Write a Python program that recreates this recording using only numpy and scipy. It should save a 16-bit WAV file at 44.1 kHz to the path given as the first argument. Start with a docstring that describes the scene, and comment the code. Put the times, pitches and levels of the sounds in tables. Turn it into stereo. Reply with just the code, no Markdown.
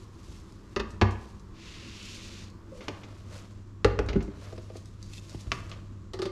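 """Gloves rustle faintly, then a steel knife clatters onto a wooden board in a small kitchen. The board slaps
flat and rasps across the worktop. Gloved hands lift a plastic air fryer, its basket rattling, and set it
down; the cord taps the steel sink, the lid clicks and the plug knocks into a socket, over hum and rumble.
Each blow is a contact crack plus damped modes of body and support, with wall reflections.
Rubbing is a dense train of tiny filtered slips."""
import sys
import numpy as np
from scipy import signal
from scipy.fft import rfft, irfft, next_fast_len
from scipy.io import wavfile

SR = 44100
rng = np.random.default_rng(int(sys.argv[2]) if len(sys.argv) > 2 else 0)


def master(y):
    """Save y as 16-bit WAV."""
    cut = np.clip(np.atleast_2d(y).T, -1, 1)
    pcm = np.round(cut * 32767)  # scale
    wavfile.write(sys.argv[1], SR, pcm.astype(np.int16))


N = 278271
TIME_S = np.arange(N) / SR

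# Blows; blows() offsets the crack and body levels: start_s, crack_db, body_db, support_db, crack_t60_s
FRYER_KNOCKS = [(3.846, -3.5, -14.5, -24, 0.043), (3.9904, -9.5, -24, -30.5, 0.038),
                (4.1017, -28, -40, -40, 0.047), (4.1348, -37, -45, -31.5, 0.043)]
FEET_BUMPS = [(4.1555, -44, -26.5, -56, .04), (4.1605, -29.5, -23.5, -28.5, 0.048),
              (4.237, -47, -46, -36.5, .04), (4.279, -48, -38.5, -57, .04)]
BASKET_CLICKS = [(2.8075, -41, -39.5, -73, 0.27), (2.8823, -24, -28.5, -65, 0.029),
                 (3.034, -41, -42.5, -69, 0.086), (3.3283, -51, -50, -73, 0.079),
                 (4.0866, -27, -30, -33, 0.079), (4.131, -36.5, -30.5, -73, 0.045),
                 (4.2058, -41.5, -35, -67, 0.095)]
LID_PATS = [(5.3460, -50, -39, -40, .03), (5.4690, -48, -45, -33.5, 0.045)]
LID_CLICKS = [(5.5180, -22.5, -33, -52, 0.046), (5.7155, -41.5, -48, -74, 0.13)]
KNIFE_KNOCKS = [(0.7623, -17.5, -25, -40, 0.068), (0.796, -27, -30, -40, 0.036),
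                (0.8004, -19.5, -30, -48, 0.041)]
BOARD_KNOCKS = [(0.926, -64, -54, -42, .03), (0.960, -63, -62, -57, .03), (1.0134, -14, -24, -40, 0.029),
                (1.0152, -16.5, -26, -25, 0.045), (1.0194, -14.5, -21, -16, 0.056)]
CORD_TAPS = [(4.5253, -41, -36, -72, 0.072), (4.5786, -33, -36.5, -70, 0.044),
             (4.7001, -45, -39, -70, 0.048), (4.7534, -50, -38, -61, 0.052)]
PIN_CLINKS = [(5.134, -44, -48, -85, 0.043), (5.180, -45, -48, -85, 0.049)]
PLUG_KNOCKS = [(6.1345, -25.5, -32, -53, 0.082), (6.1903, -28.5, -25.5, -65, 0.07),
               (6.2188, -21, -27.5, -68, 0.082), (6.2552, -23, -27.5, -65, 0.065)]
# Snaps of glove rubber and cord: start_s, relative_db, t60_s
SNAPS = [(0.523, -51, 0.024), (0.906, -48, 0.073), (1.1092, -46, 0.064), (1.397, -53.5, 0.082),
         (2.5013, -49.5, 0.04), (4.063, -49, 0.043), (4.2265, -45.5, 0.06), (4.7693, -44.5, 0.014),
         (4.8575, -47, 0.022), (5.0279, -39.5, 0.02), (5.296, -42, 0.088), (5.408, -44, 0.048),
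         (5.696, -45, 0.067)]

# Modes of the struck bodies: pitch_hz, relative_db, t60_s
FRYER_MODES = [(313, -10.5, 0.135), (404.5, -4, 0.15), (457, 4, 0.044), (509, -1, 0.051), (528, -13, 0.19),
               (829, -13.5, 0.073), (1200, -16, 0.013), (1370, -12, 0.035), (2580, -44, 0.087)]
FEET_MODES = [(150, -2, 0.21), (213, 9, 0.074), (263, -6, 0.099), (297, 8, 0.11), (395.3, 0, 0.1),
              (527, -7, 0.11), (866, -21.5, 0.079)]
BASKET_MODES = [(171, -4, .1), (225, 10, 0.12), (318, -5, .09), (400, -15, 0.15), (547, 1, .12),
                (2110, 11, 0.036), (2470, 2, 0.052), (2750, 0, 0.08)]
LID_PAT_MODES = [(143, -3, 0.084), (225, 1, 0.026), (350, -4, 0.033), (633, -16.5, 0.043),
                 (880, -18, 0.026)]
LID_CLICK_MODES = [(404, 0, 0.12), (522, -4, 0.073), (662, 3.5, 0.069), (1120, 0, 0.1), (1260, -2.5, .05),
                   (2470, 4, 0.042), (3000, 1, 0.026)]
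BLADE_MODES = [(980, -12, 0.33), (1226, 1.5, 0.123), (1775, -8, 0.12), (1960, -9, 0.13),
               (2116, -13.5, 0.14), (2500, -12, 0.097), (2970, -11, 0.073), (3675, -7, 0.054),
               (4500, -18, .09)]
BOARD_MODES = [(222.2, 1, 0.36), (360, 10.5, 0.079), (410.5, 9, 0.082), (512, -3.5, 0.068), (583, -1, 0.11),
               (654, -20, 0.16), (790, -31, 0.093), (942, -8, 0.11), (1030, -13, 0.43), (1134, -11.5, 0.18),
               (1280, -16, 0.12), (1380, -19, 0.088), (1607, -7, .08), (1880, -15.5, 0.2),
               (2167, -8, 0.056)]
SINK_MODES = [(349, -5, 0.087), (428, 4.5, 0.035), (510, -0.5, 0.049), (637, -8.5, 0.095),
              (1220, -17, 0.038)]
PIN_MODES = [(2625, 6, 0.044), (3250, -1, 0.041), (3600, 5.5, 0.042), (5250, -18, 0.036)]
SOCKET_MODES = [(344, 0, 0.13), (371.3, 5, 0.14), (424, 5.5, 0.063), (524, -17, 0.057), (922, -17, 0.058),
                (1224, -13, 0.11)]
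WORKTOP_MODES = [(54.7, 4.5, 0.34), (100, 0.5, 0.58)]
UNDER_BOARD_MODES = [(64.4, -6, 0.45), (97.2, 6, 0.37)]  # worktop beneath the board

# Spectra of impacts: freq_hz, density_db
FRYER_CRACK = [(350, -10.5), (600, 6.5), (753, -24), (1060, -9), (1430, -4.5), (2460, -18), (2820, -12),
               (3170, -19), (4860, -21.5), (9980, -42.5), (12400, -55.5), (14500, -138)]
BASKET_CRACK = [(240, -28), (400, -1), (677, -11.5), (798, -9), (1160, -0.5), (1850, -4.5), (2820, -2),
                (3040, -2.5), (6840, -15), (7380, -31), (12500, -40.5), (14500, -91)]
KNIFE_CRACK = [(530, -18), (900, -7.5), (1200, -9.5), (1940, -4.5), (2280, -24), (2590, -1.5), (3200, -17),
               (4480, -9), (6730, -18.5), (8300, -37), (9990, -33.5), (14500, -57.5)]
WOOD_CRACK = [(410, -37), (700, -1), (825, -2), (949, -5.5), (1270, -4), (1420, -6.5), (1620, 0),
              (1960, -15.5), (2190, -8.5), (3090, -15), (5060, -21.5), (6780, -28), (14500, -82)]
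PLUG_CRACK = [(290, -28), (500, 0.5), (1090, -11.5), (1180, -8), (1630, -14.5), (1850, -8.5), (2230, -17),
              (4380, -10.5), (8140, -27.5), (9370, -31), (14500, -49)]
SNAP_CRACK = [(880, -36), (1500, -11), (1880, -5), (2600, -13.5), (2890, -18), (3910, 5), (6980, 3.5),
              (12100, -14), (14500, -51)]
BODY_THUD = [(40, -24.5), (120, 9.5), (200, 8), (450, 3), (700, -1.5), (1200, -13.5), (2500, -14),
             (6000, -50)]  # dense low modes common to all blows

# Spectra of rubbing: freq_hz, density_db
WOOD_RASP = [(410, -38), (700, -12), (825, -26), (973, -24), (1010, -7.5), (1700, -5), (2720, 1),
             (3250, -3), (3550, -1), (5000, -5.5), (6690, -10), (8300, -19.5), (12000, -29.5), (14500, -45)]
EDGE_SQUEAL = [(1500, -48), (2450, -14), (2730, -5), (3050, -12), (4500, -27), (9000, -50)]
BOARD_DRONE = [(100, -30), (170, -3.5), (230, 2.5), (290, -13), (380, -9.5), (450, -18), (540, -12.5),
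               (700, -31), (2000, -52)]
GLOVE_RUSTLE = [(1060, -41.5), (1800, -6.5), (2340, -4.5), (2620, -2), (3010, -4), (3430, -3), (4830, -2.5),
                (6110, -4.5), (12000, -18.5), (14500, -36)]
GLOVE_CRINKLE = [(2000, -33), (5000, 6), (7000, 17), (10000, -10), (14000, -7)]
CASING_RUB = [(200, -33.5), (400, -16), (490, -3), (540, -4), (620, -3.5), (760, -15.5), (1100, -8),
              (2200, -18.5), (4000, -21), (7000, -47)]
FRYER_CAVITY = [(150, -47), (400, -22), (480, 4.5), (530, 8), (590, 0), (700, -19), (1500, -62)]

# Swells of rubbing and of worktop shudder: peak_s, level_db, swell_s, fade_s
GLOVE_RUBS = [(0.016, -58, 0.11, 0.054), (0.33, -57, 0.44, 0.34), (0.74, -66, 0.6, 0.1),
              (0.905, -63, 0.052, 0.11), (1.118, -58, 0.04, 0.07), (1.21, -58.5, 0.05, 0.31),
              (2.76, -58.5, 0.08, 1), (3.19, -63.5, 0.13, 0.32), (3.336, -49.5, 0.059, 0.19),
              (4.42, -57, 0.14, 0.87), (4.77, -53.5, 0.05, 0.05), (5.16, -50.5, 0.16, 0.15),
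              (5.294, -54.5, 0.12, 0.25), (5.412, -49.5, 0.055, 0.028), (5.54, -54.5, 0.19, 0.42)]
CASING_DRAGS = [(2.84, -52, 0.11, 0.25), (3.1, -55, 0.4, 0.52), (3.345, -48, 0.094, 0.27),
                (4.305, -55.5, 0.033, 0.19), (4.46, -45, 0.12, 0.13), (4.76, -60, 0.5, 0.16),
                (5.32, -53.5, 0.1, 0.095), (5.76, -53, 0.87, 0.3)]
SHUDDERS = [(0.36, -45.5, 0.25, 0.3), (4.07, -36, 0.23, 0.45), (5.56, -42.5, 0.2, 0.43)]

# Spectra of background noise: freq_hz, density_db
WORKTOP_RUMBLE = [(15, -20), (30, -1), (60, 0), (100, -5), (200, -12), (400, -26), (1000, -50), (4000, -80)]
ROOM_RUMBLE = [(12, -26.5), (20, -2), (102, -4), (123, -8.5), (202, -9.5), (274, -14.5), (332, -12.5),
               (426, -26), (825, -45.5), (1060, -27), (1560, -36), (2850, -43.5), (7480, -44.5),
               (12000, -79), (14500, -98)]
AIRY_RUSH = [(250, -15.5), (340, 3), (480, -5), (750, -12.5), (1050, -4.5), (1400, -12), (2200, -21),
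             (5000, -27.5), (12000, -39.5)]
# Appliance hum: pitch_hz, level_db, turn_change_db
HUM_LINES = [(98.8, -49.5, 6), (197.8, -56.5, -1), (330.5, -60, -6.5)]

# Room decay: freq_hz, t60_s
ROOM_T60 = [(60, 0.7), (250, 0.56), (700, 0.59), (1500, 0.54), (3000, 0.5), (6000, 0.38), (12000, 0.33)]
# Tone of the wall reflections: freq_hz, gain_db
ROOM_COLOUR = [(60, -23.5), (250, -5), (600, -1), (1300, 1.5), (3000, -4), (7000, -4), (14000, -3.5)]
# Left-right likeness of diffuse sound: freq_hz, coherence_ratio
COHERENCE = [(60, 1), (130, 0.89), (400, 0.89), (1300, 0.63), (3500, 0.72), (7000, 0.79), (13000, 0.47)]
# Phase between channels: freq_hz, left_lead_rad
STEREO_PHASE = [(100, 0), (450, -0.17), (1300, -0.48), (3500, -0.53), (9000, -.25)]
# Balance between channels: freq_hz, left_minus_right_db
STEREO_BALANCE = [(100, -0.04), (400, 0.9), (1200, 1.2), (3500, 0.4), (9000, 1.7)]


def fryer():
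    """The fryer lands on hard edges and rocks onto rubber feet; its basket clicks, a hand pats the lid."""
    knocks = blows(FRYER_KNOCKS, FRYER_MODES, FRYER_CRACK, crack_db=-15, ring_db=-4, thud_db=-13,
                   thud_t60_s=0.24, tick_db=-5.5, rise_cycles=0.82, wet_db=-8.5)
    bumps = blows(FEET_BUMPS, FEET_MODES, FRYER_CRACK, crack_db=-11, ring_db=1, thud_db=-24,
                  thud_t60_s=0.099, tick_db=-15, rise_cycles=0.84, wet_db=-8.5)
    clicks = blows(BASKET_CLICKS, BASKET_MODES, BASKET_CRACK, crack_db=-7.5, ring_db=-17.5,
                   thud_db=-8.5, thud_t60_s=0.14, tick_db=-35, rise_cycles=0.95, wet_db=-5.5)
    pats = blows(LID_PATS, LID_PAT_MODES, FRYER_CRACK, crack_db=-9.5, ring_db=-1.5, thud_db=-14,
                 thud_t60_s=0.04, tick_db=-12, rise_cycles=0.51, wet_db=-8)
    return knocks + bumps + clicks + pats


def lid():
    """The thin plastic lid snaps twice under the hand."""
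    return blows(LID_CLICKS, LID_CLICK_MODES, BASKET_CRACK, crack_db=0, ring_db=-4.5, thud_db=-9.5,
                 thud_t60_s=0.21, tick_db=-9, rise_cycles=0.39, wet_db=-9)


def knife_and_board():
    """The knife bounces, ringing steel and wood; the board shifts and slaps flat on the worktop."""
    knife = blows(KNIFE_KNOCKS, BOARD_MODES + BLADE_MODES, KNIFE_CRACK, crack_db=-12.5, ring_db=-3,
                  thud_db=-16, thud_t60_s=0.24, tick_db=-10, rise_cycles=0.72, wet_db=-8)
    slap = blows(BOARD_KNOCKS, BOARD_MODES, WOOD_CRACK, crack_db=-8.5, ring_db=-2, thud_db=-10,
                 thud_t60_s=0.13, tick_db=-11.5, rise_cycles=0.23, wet_db=-6.5,
                 support=UNDER_BOARD_MODES)
    return knife + slap


def cord_and_plug():
    """The cord taps the sink; the plug's pins clink, then it knocks about in the hollow socket."""
    taps = blows(CORD_TAPS, SINK_MODES, PLUG_CRACK, crack_db=-15.5, ring_db=-8.5, thud_db=-13,
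                 thud_t60_s=0.076, tick_db=-15, rise_cycles=6.1, wet_db=-11.5)
    clinks = blows(PIN_CLINKS, PIN_MODES, SNAP_CRACK, crack_db=-6, ring_db=-6, thud_db=-11,
                   thud_t60_s=0.03, tick_db=-8, rise_cycles=2.2, wet_db=-10)
    plug = blows(PLUG_KNOCKS, SOCKET_MODES, PLUG_CRACK, crack_db=-13.5, ring_db=-6.5, thud_db=-18.5,
                 thud_t60_s=0.11, tick_db=-31, rise_cycles=6.1, wet_db=-4)
    return taps + clinks + plug


def board_slide():
    """Pushed wood rasps on the worktop; grit, edge squeal and body drone swell as it speeds up."""
    start_s, fastest_s, ease_db_per_s = 1.523, 2.105, 3.5
    rasp = friction(WOOD_RASP, slips_per_s=11000, spread_db=0, patchy_db=0.15)
    grit = friction(WOOD_RASP, slips_per_s=8200, spread_db=1, patchy_db=-1.9)
    highpass = signal.butter(2, 5000, "high", fs=SR, output="sos")
    grit = unit(signal.sosfilt(highpass, grit))
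    squeal = friction(EDGE_SQUEAL, slips_per_s=5500, spread_db=1, patchy_db=-0.5)
    drone = friction(BOARD_DRONE, slips_per_s=3000, spread_db=1.5, patchy_db=2.5)
    surge = (grit * stroke(fastest_s, level_db=-48, swell_s=0.33, fade_s=0.89)
             + squeal * stroke(fastest_s, level_db=-50, swell_s=0.47, fade_s=0.12)
             + drone * stroke(fastest_s, level_db=-52, swell_s=1.2, fade_s=5))
    pressure = amp(-48.5 - ease_db_per_s * (TIME_S - start_s))
    moving = held(start_s, end_s=2.525, attack_s=0.14, release_s=0.11)
    return moving * (pressure * rasp + surge)


def snaps():
    """Glove rubber and cord snap lightly: bright cracks with no body ring."""
    out = np.zeros((2, N))
    for start_s, relative_db, t60_s in SNAPS:
        add(out, start_s, amp(relative_db - 7.5) * crack(SNAP_CRACK, t60_s, tick_db=-6))
    return with_send(diffuse(out), wet_db=2)


def gloves():
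    """Rubber gloves rustle and crinkle; hands and cord drag over the hollow casing."""
    rubbing = strokes(GLOVE_RUBS)
    rustle = rubbing * friction(GLOVE_RUSTLE, slips_per_s=11000, spread_db=2, patchy_db=1.5)
    crinkle = rubbing * friction(GLOVE_CRINKLE, slips_per_s=500, spread_db=3.5, patchy_db=-4.5)
    drag = strokes(CASING_DRAGS) * friction(CASING_RUB, slips_per_s=4000, spread_db=2.5, patchy_db=1.5)
    return amp(-1) * rustle + amp(-13) * crinkle + amp(-2.5) * drag


def grip_slip():
    """Rubber slips on the lifted fryer and sounds its cavity."""
    slipping = held(start_s=2.716, end_s=2.88, attack_s=0.008, release_s=0.028)
    return amp(-49) * slipping * friction(FRYER_CAVITY, slips_per_s=3000, spread_db=0, patchy_db=2)


def worktop_shudder():
    """The worktop rumbles briefly as weight shifts on it."""
    return strokes(SHUDDERS) * noise(WORKTOP_RUMBLE)


def background():
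    """Room rumble, airy rush and hum; as the listener's head turns, the rush recedes, the hum deepens."""
    turn_mid_s, turn_length_s = 3.18, 0.6
    drift_ratio, waver_db = 0.01077, 1.4
    turned = np.clip((TIME_S - turn_mid_s) / turn_length_s + 0.5, 0, 1)
    rumble = amp(-48 + wander(rate_hz=9.1)) * noise(ROOM_RUMBLE)
    rush = amp(-58 - 5 * turned) * noise(AIRY_RUSH)
    hum = np.zeros(N)
    for pitch_hz, level_db, turn_change_db in HUM_LINES:
        cycles = np.cumsum(pitch_hz * (1 + drift_ratio * wander(rate_hz=6.56))) / SR
        gain = amp(level_db + turn_change_db * turned + waver_db * wander(rate_hz=3.8))
        hum += gain * np.sin(2 * np.pi * cycles)
    return rumble + rush + hum


def kitchen(rows):
    """Direct pair plus the send row scattered off hard walls, each band dying at its own rate."""
    shape, tap_share, build_s = (2, SR * 3 // 4), 0.25, 0.0011
    taps = rng.standard_normal(shape) * (rng.random(shape) < tap_share)
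    hz, t, bands = signal.stft(taps, SR, nperseg=256)
    decay = np.exp(-np.log(1000) * t / read(ROOM_T60, hz)[:, None])
    onset = 1 - np.exp(-t / build_s)
    tail = signal.istft(bands * decay * onset, SR, nperseg=256)[1]
    tail = diffuse(colour(tail / np.linalg.norm(tail[0]), ROOM_COLOUR))
    return rows[:-1] + signal.fftconvolve(rows[-1:], tail, axes=1)[:, :N]


def blows(rows, modes, spectrum, crack_db, ring_db, thud_db, thud_t60_s, tick_db, rise_cycles, wet_db,
          support=WORKTOP_MODES):
    """Each blow cracks at the contact, rings the body over a dense thud and shakes the support."""
    contact, body = np.zeros((2, N)), np.zeros(N)
    body_ring = ring(modes, rise_cycles)
    support_ring = ring(support, rise_cycles=0.32)
    for start_s, contact_db, body_db, support_db, t60_s in rows:
        add(contact, start_s, amp(contact_db + crack_db) * crack(spectrum, t60_s, tick_db))
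        thud = crack(BODY_THUD, thud_t60_s, tick_db=-10, rms_samples=1300)
        add(contact, start_s, amp(body_db + thud_db) * thud)
        add(body, start_s, amp(body_db + ring_db) * body_ring + amp(support_db) * support_ring)
    return with_send(diffuse(contact, share=0.47) + body, wet_db)


def ring(modes, rise_cycles, rms_samples=1300):
    """Damped modes of alternating sign, each with a soft rise; rms 1 at the onset."""
    t = np.arange(SR * 3 // 5) / SR
    out = np.zeros(len(t))
    for k, (pitch_hz, relative_db, t60_s) in enumerate(modes):
        swell = 1 - np.exp(-t * pitch_hz / rise_cycles)
        decay = np.exp(-np.log(1000) * t / t60_s)
        out += (-1) ** k * swell * amp(relative_db) * decay * np.sin(2 * np.pi * pitch_hz * t)
    return out / np.sqrt(np.mean(out[:rms_samples] ** 2))


def crack(spectrum, t60_s, tick_db, rms_samples=220):
    """A sharp tick, then dense modes as fast-dying noise; rows mid and side, mid rms 1 at the onset."""
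    t = np.arange(SR // 4) / SR
    fade = np.exp(-np.log(1000) * t / t60_s) + amp(tick_db) * np.exp(-t / 0.00061)
    scatter = fade * rng.choice([-1., 1.], (2, len(t)))
    scatter[0, 0] += amp(tick_db + 25.5)  # direct tick, centred
    out = colour(scatter, spectrum)
    return out / np.sqrt(np.mean(out[0, :rms_samples] ** 2))


def friction(spectrum, slips_per_s, spread_db, patchy_db):
    """Tiny slips of uneven size, clumped as the grip changes; rms 1."""
    sizes = amp(spread_db * np.minimum(rng.exponential(1, N), 4))
    slipping = rng.random(N) < slips_per_s / SR
    slips = sizes * slipping * rng.standard_normal((2, N))
    grip = amp(patchy_db * wander(rate_hz=31))
    return unit(diffuse(colour(slips * grip, spectrum)))


def noise(spectrum):
    """Steady diffuse noise, rms 1."""
    return unit(diffuse(colour(rng.standard_normal((2, N)), spectrum)))


def wander(rate_hz):
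    """Slow random drift, rms 1."""
    rolloff = 1 + (np.fft.rfftfreq(N, 1 / SR) / rate_hz) ** 4
    return unit(irfft(rfft(rng.standard_normal(N)) / rolloff, N))


def stroke(peak_s, level_db, swell_s, fade_s):
    """Gain of one move: up 20 dB per swell_s, down 20 dB per fade_s."""
    decades = np.maximum((peak_s - TIME_S) / swell_s, (TIME_S - peak_s) / fade_s)
    return amp(level_db - 20 * decades)


def strokes(rows):
    """Gain of several moves; powers add."""
    return np.sqrt(sum(stroke(*row) ** 2 for row in rows))


def held(start_s, end_s, attack_s, release_s):
    """Attack, hold and release, 0-1."""
    return np.clip(np.minimum((TIME_S - start_s) / attack_s, (end_s - TIME_S) / release_s), 0, 1)


def colour(x, spectrum, size=4096):
    """Minimum-phase filter on a pair of rows."""
    log_gain = np.log(amp(read(spectrum, abs(np.fft.fftfreq(size, 1 / SR)))))
    response = np.exp(np.conj(signal.hilbert(log_gain)))
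    taps = np.fft.ifft(response).real[:size // 2]
    return signal.oaconvolve(x, taps[None], axes=-1)[:, :x.shape[-1]]


def diffuse(pair, share=1):
    """Unrelated mid and side rows to left and right; `share` of the sound is scattered."""
    size = next_fast_len(pair.shape[1], True)
    mid, side = rfft(pair, size)
    unlikeness = 1 - read(COHERENCE, np.fft.rfftfreq(size, 1 / SR))
    coherence = np.clip(1 - share * unlikeness, 0, 1)
    mid *= np.sqrt((1 + coherence) / 2)
    side *= np.sqrt((1 - coherence) / 2)
    return irfft([mid + side, mid - side], size)[:, :pair.shape[1]]


def with_send(pair, wet_db):
    """Rows: direct left, direct right, room send."""
    return np.vstack([pair, amp(wet_db) * pair.mean(0)])


def add(mix, start_s, sound):
    """Mixes a sound in at start_s."""
    part = mix[..., round(start_s * SR):][..., :sound.shape[-1]]
    part += sound[..., :part.shape[-1]]


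def read(points, hz):
    """Table lookup on a log-frequency axis."""
    freq_hz, value = np.transpose(points)
    return np.interp(np.log(hz + 1), np.log(freq_hz + 1), value)


def amp(db):
    """Decibels to gain."""
    return 10 ** (np.asarray(db) / 20)


def unit(x):
    """Scales to rms 1."""
    return x / np.sqrt(np.mean(x ** 2) + 1e-20)


def scene():
    """Impacts excite the room; rubbing and background are added dry."""
    impacts = knife_and_board() + fryer() + lid() + cord_and_plug() + snaps()
    return kitchen(impacts) + board_slide() + gloves() + grip_slip() + worktop_shudder() + background()


def record(dry):
    """Small left-right phase and level offsets, then a low-pass."""
    cutoff_hz = 14500
    hz = np.fft.rfftfreq(N, 1 / SR)
    half_offset = amp(read(STEREO_BALANCE, hz) / 2) * np.exp(1j * read(STEREO_PHASE, hz) / 2)
    pair = irfft(rfft(dry) * np.array([half_offset, 1 / half_offset]), N)
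    lowpass = signal.firwin(511, cutoff_hz, window=("kaiser", 9), fs=SR)
    return signal.oaconvolve(pair, lowpass[None], "same", axes=1)


dry = scene()
out = record(dry)
master(out)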